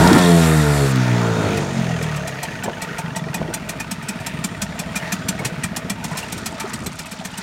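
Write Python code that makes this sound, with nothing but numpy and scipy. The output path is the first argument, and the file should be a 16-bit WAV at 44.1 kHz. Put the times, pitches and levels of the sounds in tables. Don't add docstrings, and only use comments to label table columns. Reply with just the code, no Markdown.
import sys
import numpy as np
from scipy import signal
from scipy.fft import rfft, irfft
from scipy.io import wavfile
from scipy.ndimage import uniform_filter1d

SR = 44100
rng = np.random.default_rng(int(sys.argv[2]) if len(sys.argv) > 2 else 0)


def log_audio(samples):
    frames = np.atleast_2d(samples).T
    limited = np.clip(frames, -1, 1)
    pcm = np.round(limited * 32767).astype(np.int16)
    wavfile.write(sys.argv[1], SR, pcm)


N = 327222
T = np.arange(N) / SR

# time_s, turn_rate_hz, low_orders_db, high_orders_db
RUNDOWN = [(0.0, 82.6, -16, -11), (0.09, 89.75, -10.5, -14), (0.15, 93.5, -14.5, -6.5),
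           (0.25, 87.7, -10, -10.5), (0.45, 81.2, -12.5, -16.5), (0.65, 74.57, -17.5, -17.5),
           (0.82, 70.05, -18.5, -16.5), (0.99, 63.4, -17, -31), (1.28, 56.9, -17.5, -18),
           (1.58, 49.46, -22.5, -22.5), (1.85, 43.2, -20.5, -36), (2.31, 33.8, -32, -39),
           (2.4, 32.06, -34, -36)]
LOW_ORDERS = [2.5, 0.8, -4.5, -2.5, -5, -11]
# frequency_hz, gain_db
TUB_RESPONSE = [(55, -33), (65, -25), (71, -9.5), (82, -11.5), (89, -23), (102, -8), (115, -3), (140, 0.5),
                (175, -1.5), (205, -5), (240, -6), (285, -8.5), (335, -8.5), (380, -13.5), (440, -3),
                (520, -5)]
# centre_hz, width_hz, gain_db
TUB_MODES = [(309.2, 90, -5), (444.9, 82.3, -0.5), (677, 108, -4.5), (880, 73, -27), (1056, 120, -13),
             (1380, 54, -7.5), (1805, 110, -7.5)]
def rundown():
    crank_hz, low_db, high_db = columns(RUNDOWN)
    turns = np.cumsum(crank_hz * (1 + .002 * walk(20))) / SR
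    low = high = 0
    for k, db in enumerate(LOW_ORDERS):
        tub_db = at((k + 1) * crank_hz, TUB_RESPONSE)
        flutter_db = (0.66 + 0.76 * k) * walk(24.8)
        low += undb(low_db + db + tub_db + flutter_db) * np.sin(2 * np.pi * (k + 1) * turns + k)
    for order in range(7, 30):
        lift = sum(undb(db) / (1 + (2 * (order * crank_hz - hz) / width) ** 2) ** 1.01
                   for hz, width, db in TUB_MODES)
        gain = lift * undb(2 * walk(10) - .25 * order)
        high += gain * np.sin(2 * np.pi * (order * turns + rng.random()))
    fade = np.clip((2.42 - T) / 0.027, 0, 1)
    return np.sqrt(2) * fade * (low + undb(high_db - 6.5) * high), turns, fade


# start_s, puff_db, ring_db, hold_s, bubble_db, bubble_hz
FIRED_TURNS = [(1.57, -21, -23, 0.011, -42, 200), (2.024, -21, -36, 0.013, -40, 200.3),
               (2.1594, -23.5, -38, 0.01, -42, 201), (2.2734, -18, -20.5, 0.01, -30, 202),
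               (2.429, -14, -24, 0.0064, -36, 180), (2.635, -17, -21.5, 0.0085, -27, 208),
               (2.817, -17.5, -20.5, 0.014, -27, 190), (2.9823, -17.5, -20, 0.011, -22, 173),
               (3.159, -16.5, -20, 0.014, -22, 183), (3.3414, -14.5, -20, 0.01, -20.5, 190),
               (3.538, -11, -20, 0.0047, -25, 190), (3.689, -15, -20, 0.012, -26, 180),
               (3.7987, -18, -19, 0.012, -27, 190), (3.9107, -13.5, -23, 0.0088, -21.5, 202),
               (4.024, -30, -34, 0.012, -28, 160), (4.085, -13.5, -20, 0.007, -21, 217),
               (4.199, -31, -34, 0.014, -27, 162), (4.2633, -13.5, -33, 0.0086, -24.5, 204),
               (4.44, -11, -32, 0.0088, -19.5, 199), (4.617, -10.5, -31, 0.0082, -18, 206),
               (4.7908, -14, -21, 0.01, -20, 191), (4.9554, -13.5, -13.5, 0.02, -21, 204),
               (5.1207, -9.5, -16, 0.0098, -17.5, 200), (5.2842, -8.5, -28, 0.0069, -17, 195),
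               (5.388, -26.5, -20, 0.0096, -23, 150), (5.4483, -10.5, -17, 0.014, -19.5, 147),
               (5.635, -12.5, -11, 0.0093, -20, 184), (5.7625, -12.5, -20, 0.0092, -25, 193),
               (5.898, -9, -18.5, 0.0026, -21.5, 205), (6.04, -16, -27, 0.013, -23.5, 210),
               (6.11, -30, -35, 0.008, -20, 172), (6.171, -14, -26, 0.022, -27, 200),
               (6.227, -31, -34, 0.012, -32, 200), (6.322, -15.5, -40, 0.0059, -23.5, 191),
               (6.376, -21.5, -40, 0.0064, -40, 170), (6.4585, -13, -29, 0.011, -30, 232),
               (6.598, -16, -20, 0.012, -38, 190), (6.7335, -15, -40, 0.0043, -24.5, 218),
               (6.861, -15, -40, 0.0048, -25, 175), (6.988, -18, -24, 0.011, -32, 172),
               (7.056, -27, -27, 0.013, -40, 168), (7.113, -22, -25, 0.017, -29, 195),
               (7.248, -18, -21, 0.012, -26.5, 199), (7.3757, -17, -40, 0.0073, -26, 202)]
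# frequency_hz, density_db
PUFF_SPECTRUM = [(880, 0.5), (1500, 2), (2120, -0.5), (2390, 6), (2910, 0), (4240, -1), (5280, 0),
                 (5710, 0.5), (7540, 1), (13400, -11), (16000, -16)]
# pitch_hz, level_db, t60_s
CYLINDER_MODES = [(711, -5, 0.034), (890, -8, 0.13), (1842, -4, 0.028), (2389, -4.5, 0.06),
                  (3135, -9.5, 0.038), (3470, -10.5, 0.091), (4130, -2.5, 0.034), (5060, -5, 0.021),
                  (5704, 2, 0.031), (6200, -6, 0.031), (6700, -4, 0.033), (7780, 4, 0.034),
                  (8100, -2.5, 0.033), (8820, 0.5, 0.041), (10060, -6, 0.02), (10700, -4.5, 0.021),
                  (12440, -1, 0.018), (14000, -7, .018)]
# time_s, level_db
CYLINDER_KNOCK = [(2.1, -39), (2.35, -18), (3.2, -19.5), (3.6, -28), (4.2, -29), (5.5, -25), (6.2, -28.5),
                  (6.7, -32), (7.4, -46)]
def firings():
    envelope, rings = np.zeros((2, N))
    t = np.arange(int(.2 * SR)) / SR
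    for s, puff_db, ring_db, hold_s, *_ in FIRED_TURNS:
        after = np.maximum(t - abs(hold_s), 0)
        decay = 0.41 * np.exp(-t / 0.0019) + np.exp(-after / 0.013) + 0.13 * np.exp(-after / 0.01)
        add(envelope, s - .0015, undb(puff_db - 13) * (1 - np.exp(-t / 0.0024)) * decay)
        knock_db = at(s, CYLINDER_KNOCK)
        for hz, mode_db, t60 in CYLINDER_MODES:
            strength, detune, phase, delay = rng.standard_normal(4)
            band_db = knock_db - 0.5 if hz < 1000 else ring_db - 5.5 if hz < 2700 else puff_db - 18.5
            tone = ring(hz * (1 + 0.0304 * detune), t60, rise_s=0.0035, phase=phase)
            add(rings, s + 0.002 * abs(delay), undb(band_db + mode_db + 2.43 * strength) * tone)
    return envelope * coloured(PUFF_SPECTRUM) * undb(0.43 * walk(370)) + rings


# time_s, turn_rate_hz
IDLE_SPEED = [(2.55, 29), (2.9, 24), (3.3, 21.5), (3.6, 19.5), (4.0, 17.5), (5.5, 17), (5.8, 15),
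              (7.42, 15)]
def unfired_turns():
    crank_hz, = columns([row[:2] for row in RUNDOWN] + IDLE_SPEED)
    angle = np.cumsum(crank_hz) / SR
    fired = np.interp([row[0] for row in FIRED_TURNS], T, angle)
    rows = []
    for first, last in zip(fired, fired[1:]):
        count = int(round(last - first))
        rows += [(np.interp(first + (last - first) * k / count, angle, T), k) for k in range(1, count)]
    return np.array(rows)


# time_s, unfired_bubble_db, piston_slap_db
TURN_LEVELS = [(1.799, -58, -25), (1.9, -60, -20), (2.33, -60, -21.5), (2.37, -23, -20.5),
               (2.6, -35, -20.5), (3.0, -22, -22.5), (3.35, -16.5, -22.5), (3.65, -32, -25.5),
               (4.2, -25, -24.5), (5.1, -22.5, -22), (5.5, -20.5, -24), (6.0, -22, -26), (6.3, -29, -40),
               (6.6, -50, -50), (7.2, -28.5, -50)]
def exhaust_bubbles(unfired):
    s, since_firing = unfired.T
    level_scatter, pitch_scatter = rng.standard_normal((len(s), 2)).T
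    start_s = s + 0.0151 - 0.0054 * np.minimum(since_firing - 1, 3)
    sag = np.minimum(since_firing - 1, 2)
    level_db = at(s, TURN_LEVELS) - 3.5 * sag + 1.1 * level_scatter
    pitch_hz = 175.5 - 8.7 * sag + 5 * pitch_scatter
    fired = [(start + 0.00708, db, hz) for start, *_, db, hz in FIRED_TURNS]
    return fired + list(zip(start_s, level_db, pitch_hz))


def chugs(bubbles):
    out = np.zeros(N)
    for s, db, hz in bubbles:
        phase, length = rng.random(2)
        t60 = 0.086 * (0.81 + 0.32 * length)
        add(out, s - .004, undb(db) * ring(hz, t60, rise_s=.006, glide=-1.5, phase=phase))
    return out


def piston_slap(unfired):
    tones, envelope = np.zeros((2, N))
    lead_s, pitches_hz = .01, [1505, 1720, 1837, 1906]
    for s in np.r_[unfired[:, 0], [row[0] for row in FIRED_TURNS]] - lead_s:
        phase, interval, which, size = rng.random(4)
        db = at(s, TURN_LEVELS, column=2) + 2.3 * (size - .5)
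        hz = pitches_hz[int(which * len(pitches_hz))]
        upper_hz = hz * (1.2 + 0.62 * interval)
        add(tones, s, undb(db - 7) * ring(hz, t60=0.044, rise_s=0.00075, phase=phase))
        add(tones, s, undb(db - 13.5) * ring(upper_hz, t60=0.037, rise_s=0.001, phase=phase))
        add(envelope, s, undb(db - 14) * die_away(0.0064))
    return tones + envelope * unit(resonate(resonate(rng.standard_normal(N), 2600, 2400), 2200, 2400))


def idle_kicks(bubbles):
    out = np.zeros(N)
    for s, *_ in bubbles:
        if s > RUNDOWN[-1][0]:
            add(out, s, die_away(.02, samples=int(.1 * SR)))
    return out


# time_s, rattle_db, gas_db, hollow_db, rumble_db
RUNNING_LEVELS = [(0.0, -17, -21, -16.5, -18), (0.37, -22.5, -25.5, -34, -44.5),
                  (0.95, -27, -33, -34.5, -49), (1.47, -26, -34, -31, -31.5),
                  (1.92, -31.5, -40, -33, -46.5), (2.4, -35, -45, -35.5, -49),
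                  (3.0, -34.5, -47, -40.5, -47), (3.5, -34.5, -47, -38, -48),
                  (4.05, -35, -45.5, -44, -46.5), (5.1, -32.5, -43, -37.5, -44),
                  (5.9, -35, -47.5, -41, -44), (6.2, -32, -42, -41.5, -47), (6.55, -34.5, -43, -41.5, -49),
                  (6.9, -36.5, -49, -45.5, -48.5), (7.42, -34.5, -40, -42, -52)]
# centre_hz, width_hz, level_db
COWL_MODES = [(902, 84, 2), (1256, 132, 1), (1429, 140, -1), (1867, 290, 0), (2410, 510, -0.5),
              (3010, 620, -10.5)]
# centre_hz, width_hz, level_db
PANEL_MODES = [(645.6, 60, -1), (442, 72, -5)]
def cowl_rattle(beat):
    rattle_db, _, hollow_db, _ = columns(RUNNING_LEVELS)
    rattle = clatter(COWL_MODES, beat, knocks_per_s=120) * undb(rattle_db - 1.6)
    return rattle + clatter(PANEL_MODES, beat, knocks_per_s=60) * undb(hollow_db + 1)


# start_s, level_db
EARLY_BURSTS = [(0.074, -10), (0.13, -8.5), (0.1694, -24), (0.185, -11), (0.9581, -21)]
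def early_bursts():
    envelope = np.zeros(N)
    for s, db in EARLY_BURSTS:
        add(envelope, s, undb(db - 5) * die_away(0.0058))
    return envelope * unit(resonate(rng.standard_normal(N), 3800, 2800))


# frequency_hz, density_db
GAS_SPECTRUM = [(1470, 4), (2500, -11), (2840, -11), (3720, -3), (5020, -8), (5560, -4.5), (8170, -17.5),
                (9000, -35.5), (11700, -62), (19800, -120)]
# centre_hz, width_hz, level_db
CASING_MODES = [(3340, 110, 3.5), (3690, 120, 3), (4320, 37, 0.5), (4790, 320, 2), (5530, 290, 0),
                (6600, 150, -16), (7130, 220, 0.5)]
# frequency_hz, density_db
THIN_HISS_SPECTRUM = [(4000, -30), (6500, -2), (8000, -2), (10000, -5), (11500, -17), (13500, -28),
                      (15800, -44)]
# time_s, thin_hiss_db, upper_ring_db, lower_ring_db
TREBLE_LEVELS = [(1.0, -40, -62, -46), (1.46, -41, -53, -45), (1.98, -46, -55, -46), (2.39, -67, -64, -51),
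                 (3.8, -54, -63, -67), (4.3, -56, -53.5, -66), (5.8, -52, -63, -68), (6.2, -55, -57, -66),
                 (7.42, -52, -60, -66)]
def gas_hiss(beat):
    gas_db, thin_db = columns(RUNNING_LEVELS)[1], columns(TREBLE_LEVELS)[0]
    flow = unit(coloured(GAS_SPECTRUM) * beat * undb(2.7 * walk(25)))
    casing = clatter(CASING_MODES, beat, knocks_per_s=150)
    thin = unit(coloured(THIN_HISS_SPECTRUM) * beat * undb(3 * walk(30)))
    return (0.74 * flow + 0.59 * casing) * undb(gas_db - 1.5) + thin * undb(thin_db - 9)


def metallic_rings(turns, fade, kicks):
    _, upper_db, lower_db = columns(TREBLE_LEVELS)
    pulse = 0.31 + uniform_filter1d(kicks, size=700) + fade * np.exp(-(turns % 1) / 0.53)
    upper = undb(upper_db) * unit(noise_band(8780, 520) * pulse)
    return upper + undb(lower_db) * unit(noise_band(6400, 1000) * pulse)


# frequency_hz, density_db
RUMBLE_SPECTRUM = [(20, -30), (35, -21), (55, -3), (90, -1), (140, 3.5), (240, 3.5), (390, -11.5),
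                   (650, -59)]
def tub_rumble(kicks):
    rumble_db = columns(RUNNING_LEVELS)[3]
    return coloured(RUMBLE_SPECTRUM) * (0.55 + 0.65 * kicks) * undb(rumble_db + 14.5 + 1.5 * walk(8))


# frequency_hz, density_db
SPRAY_SPECTRUM = [(3820, -27), (6500, -10), (7270, 4.5), (8460, -1), (9120, 3), (9710, -3.5), (12800, -7),
                  (14800, -15), (15800, -22)]
# time_s, level_db
SPRAY_LEVEL = [(0, -29.5), (.25, -30.5), (.55, -31), (.7, -34.5), (.8, -32), (.92, -35.5), (.94, -79)]
def spray():
    return coloured(SPRAY_SPECTRUM) * undb(at(T, SPRAY_LEVEL) + 1.4 * walk(21.86))


# start_s, length_s, level_db, bottom_hz, top_hz
WIND_GUSTS = [(0.058, 0.067, -18, 298, 1080), (0.097, 0.094, -8, 149, 337), (1.343, 0.32, -28, 62, 637),
              (2.649, 0.065, -23, 100, 785), (3.264, 0.02, -29, 100, 600), (3.34, 0.21, -29.5, 40, 553),
              (5.395, 0.072, -28, 60, 920), (4.5, 0.47, -44, 40, 120), (6.29, 0.3, -34.5, 50, 407),
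              (6.787, 0.11, -35.5, 50, 493)]
def wind():
    out = np.zeros(N)
    ragged = rng.standard_normal(N) * undb(4.5 * walk(110))
    for s, length_s, db, bottom_hz, top_hz in WIND_GUSTS:
        i, n = int(s * SR), int(length_s * SR)
        band = signal.butter(3, [bottom_hz, top_hz], "band", fs=SR, output="sos")
        burst = signal.sosfilt(band, ragged[i:i + n])
        add(out, s, undb(db) * unit(burst) * signal.windows.tukey(n, .4))
    return out


# start_s, level_db, pitch_hz, t60_s
LONE_BUBBLES = [(0.039, -9, 939, 0.17), (6.641, -20, 393, 0.064)]
# start_s,
# level_db, pitch_hz
WATER_DRIPS = [(6.112, -18, 964), (6.136, -20, 1410), (6.156, -17, 1000), (6.229, -16.5, 2720),
               (6.436, -22, 1800), (6.524, -19, 870), (6.661, -19, 716), (6.71, -27, 961),
               (6.781, -23, 1230), (7.044, -24, 1180), (7.211, -18.5, 736), (7.339, -21, 2810)]
def water():
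    out = np.zeros(N)
    for s, db, hz, t60 in LONE_BUBBLES:
        add(out, s, undb(db) * ring(hz, t60, rise_s=0.0016, glide=0.27))
    for s, db, hz in WATER_DRIPS:
        add(out, s, undb(db - 8) * ring(hz, t60=0.053, rise_s=0.00052, glide=1.5))
    for when, pitch, size in rng.random((250, 3)):
        hz = 350 * 2 ** (3 * pitch)
        bubble = ring(hz, t60=15 / hz, rise_s=0.00099, glide=hz / 90)
        add(out, when * N / SR, undb(-40.5 + 6 * size) * bubble)
    return out


def spatter(from_s=6.08):
    out = np.zeros(N)
    t = np.arange(1000) / SR
    shape = t / .002 * np.exp(1 - t / .002)
    for when, pitch, size in rng.random((420, 3)):
        hz = 2000 * 2 ** (2.1 * pitch)
        burst = unit(noise_band(hz, .45 * hz, len(t))) * shape
        add(out, from_s + when * (N / SR - from_s), undb(-49 + 9 * size) * burst)
    return out


def clatter(modes, beat, knocks_per_s):
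    out = 0
    for hz, width, db in modes:
        knocks = (rng.random(N) < knocks_per_s / SR) * rng.standard_normal(N)
        drive = (unit(knocks) + 1.77 * rng.standard_normal(N)) * beat
        out += undb(db + 2.96 * walk(10)) * unit(resonate(drive, hz, width))
    return unit(out)


def ring(hz, t60, rise_s, glide=0, phase=0):
    t = np.arange(int((abs(t60) + 3 * rise_s) * SR)) / SR
    shape = (1 - np.exp(-t / rise_s)) ** 2 * np.exp(-np.log(1000) * t / abs(t60))
    return shape / shape.max() * np.sin(2 * np.pi * (hz * t * (1 + glide * t) + phase))


def die_away(decay_s, samples=1000):
    return np.exp(-np.arange(samples) / SR / decay_s)


def resonate(x, hz, width_hz):
    return signal.lfilter(*signal.iirpeak(hz, hz / width_hz, SR), x)


def noise_band(hz, width_hz, samples=N):
    return resonate(resonate(rng.standard_normal(samples), hz, width_hz), hz, width_hz)


def coloured(spectrum):
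    hz, db = np.transpose(spectrum)
    bins_hz = np.arange(N // 2 + 1) * SR / N + 1
    gain = undb(np.interp(np.log(bins_hz), np.log(hz), db, -120, -120))
    return unit(irfft(rfft(rng.standard_normal(N)) * gain, N))


def walk(rate_hz):
    hold = int(SR / rate_hz)
    steps = np.repeat(rng.standard_normal(N // hold + 1), hold)
    return 1.364 * uniform_filter1d(uniform_filter1d(steps, hold), hold)[:N]


def at(x, table, column=1):
    values = np.transpose(table)
    return np.interp(x, values[0], values[column])


def columns(table):
    return [at(T, table, column) for column in range(1, len(table[0]))]


def add(out, s, piece):
    i = int(s * SR)
    piece = piece[:max(N - i, 0)]
    out[i:i + len(piece)] += piece


def undb(db):
    return 10 ** (np.asarray(db) / 20)


def unit(x):
    return x / np.sqrt(np.mean(x ** 2))


def scene():
    boom, turns, fade = rundown()
    unfired = unfired_turns()
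    bubbles = exhaust_bubbles(unfired)
    kicks = idle_kicks(bubbles)
    beat = 1 + fade * 0.44 * np.exp(-(turns % 1) / 0.37) + .3 * kicks
    running = cowl_rattle(beat) + gas_hiss(beat) + metallic_rings(turns, fade, kicks)
    tub = spray() + tub_rumble(kicks)
    strokes = chugs(bubbles) + firings() + piston_slap(unfired) + early_bursts()
    return (boom + running + tub + strokes + wind() + water() + spatter())[None]


def record(dry):
    low_pass = signal.ellip(11, .2, 70, 16000, fs=SR, output="sos")
    return signal.sosfilt(low_pass, np.tanh(0.97 * dry))


dry = scene()
out = record(dry)
log_audio(out)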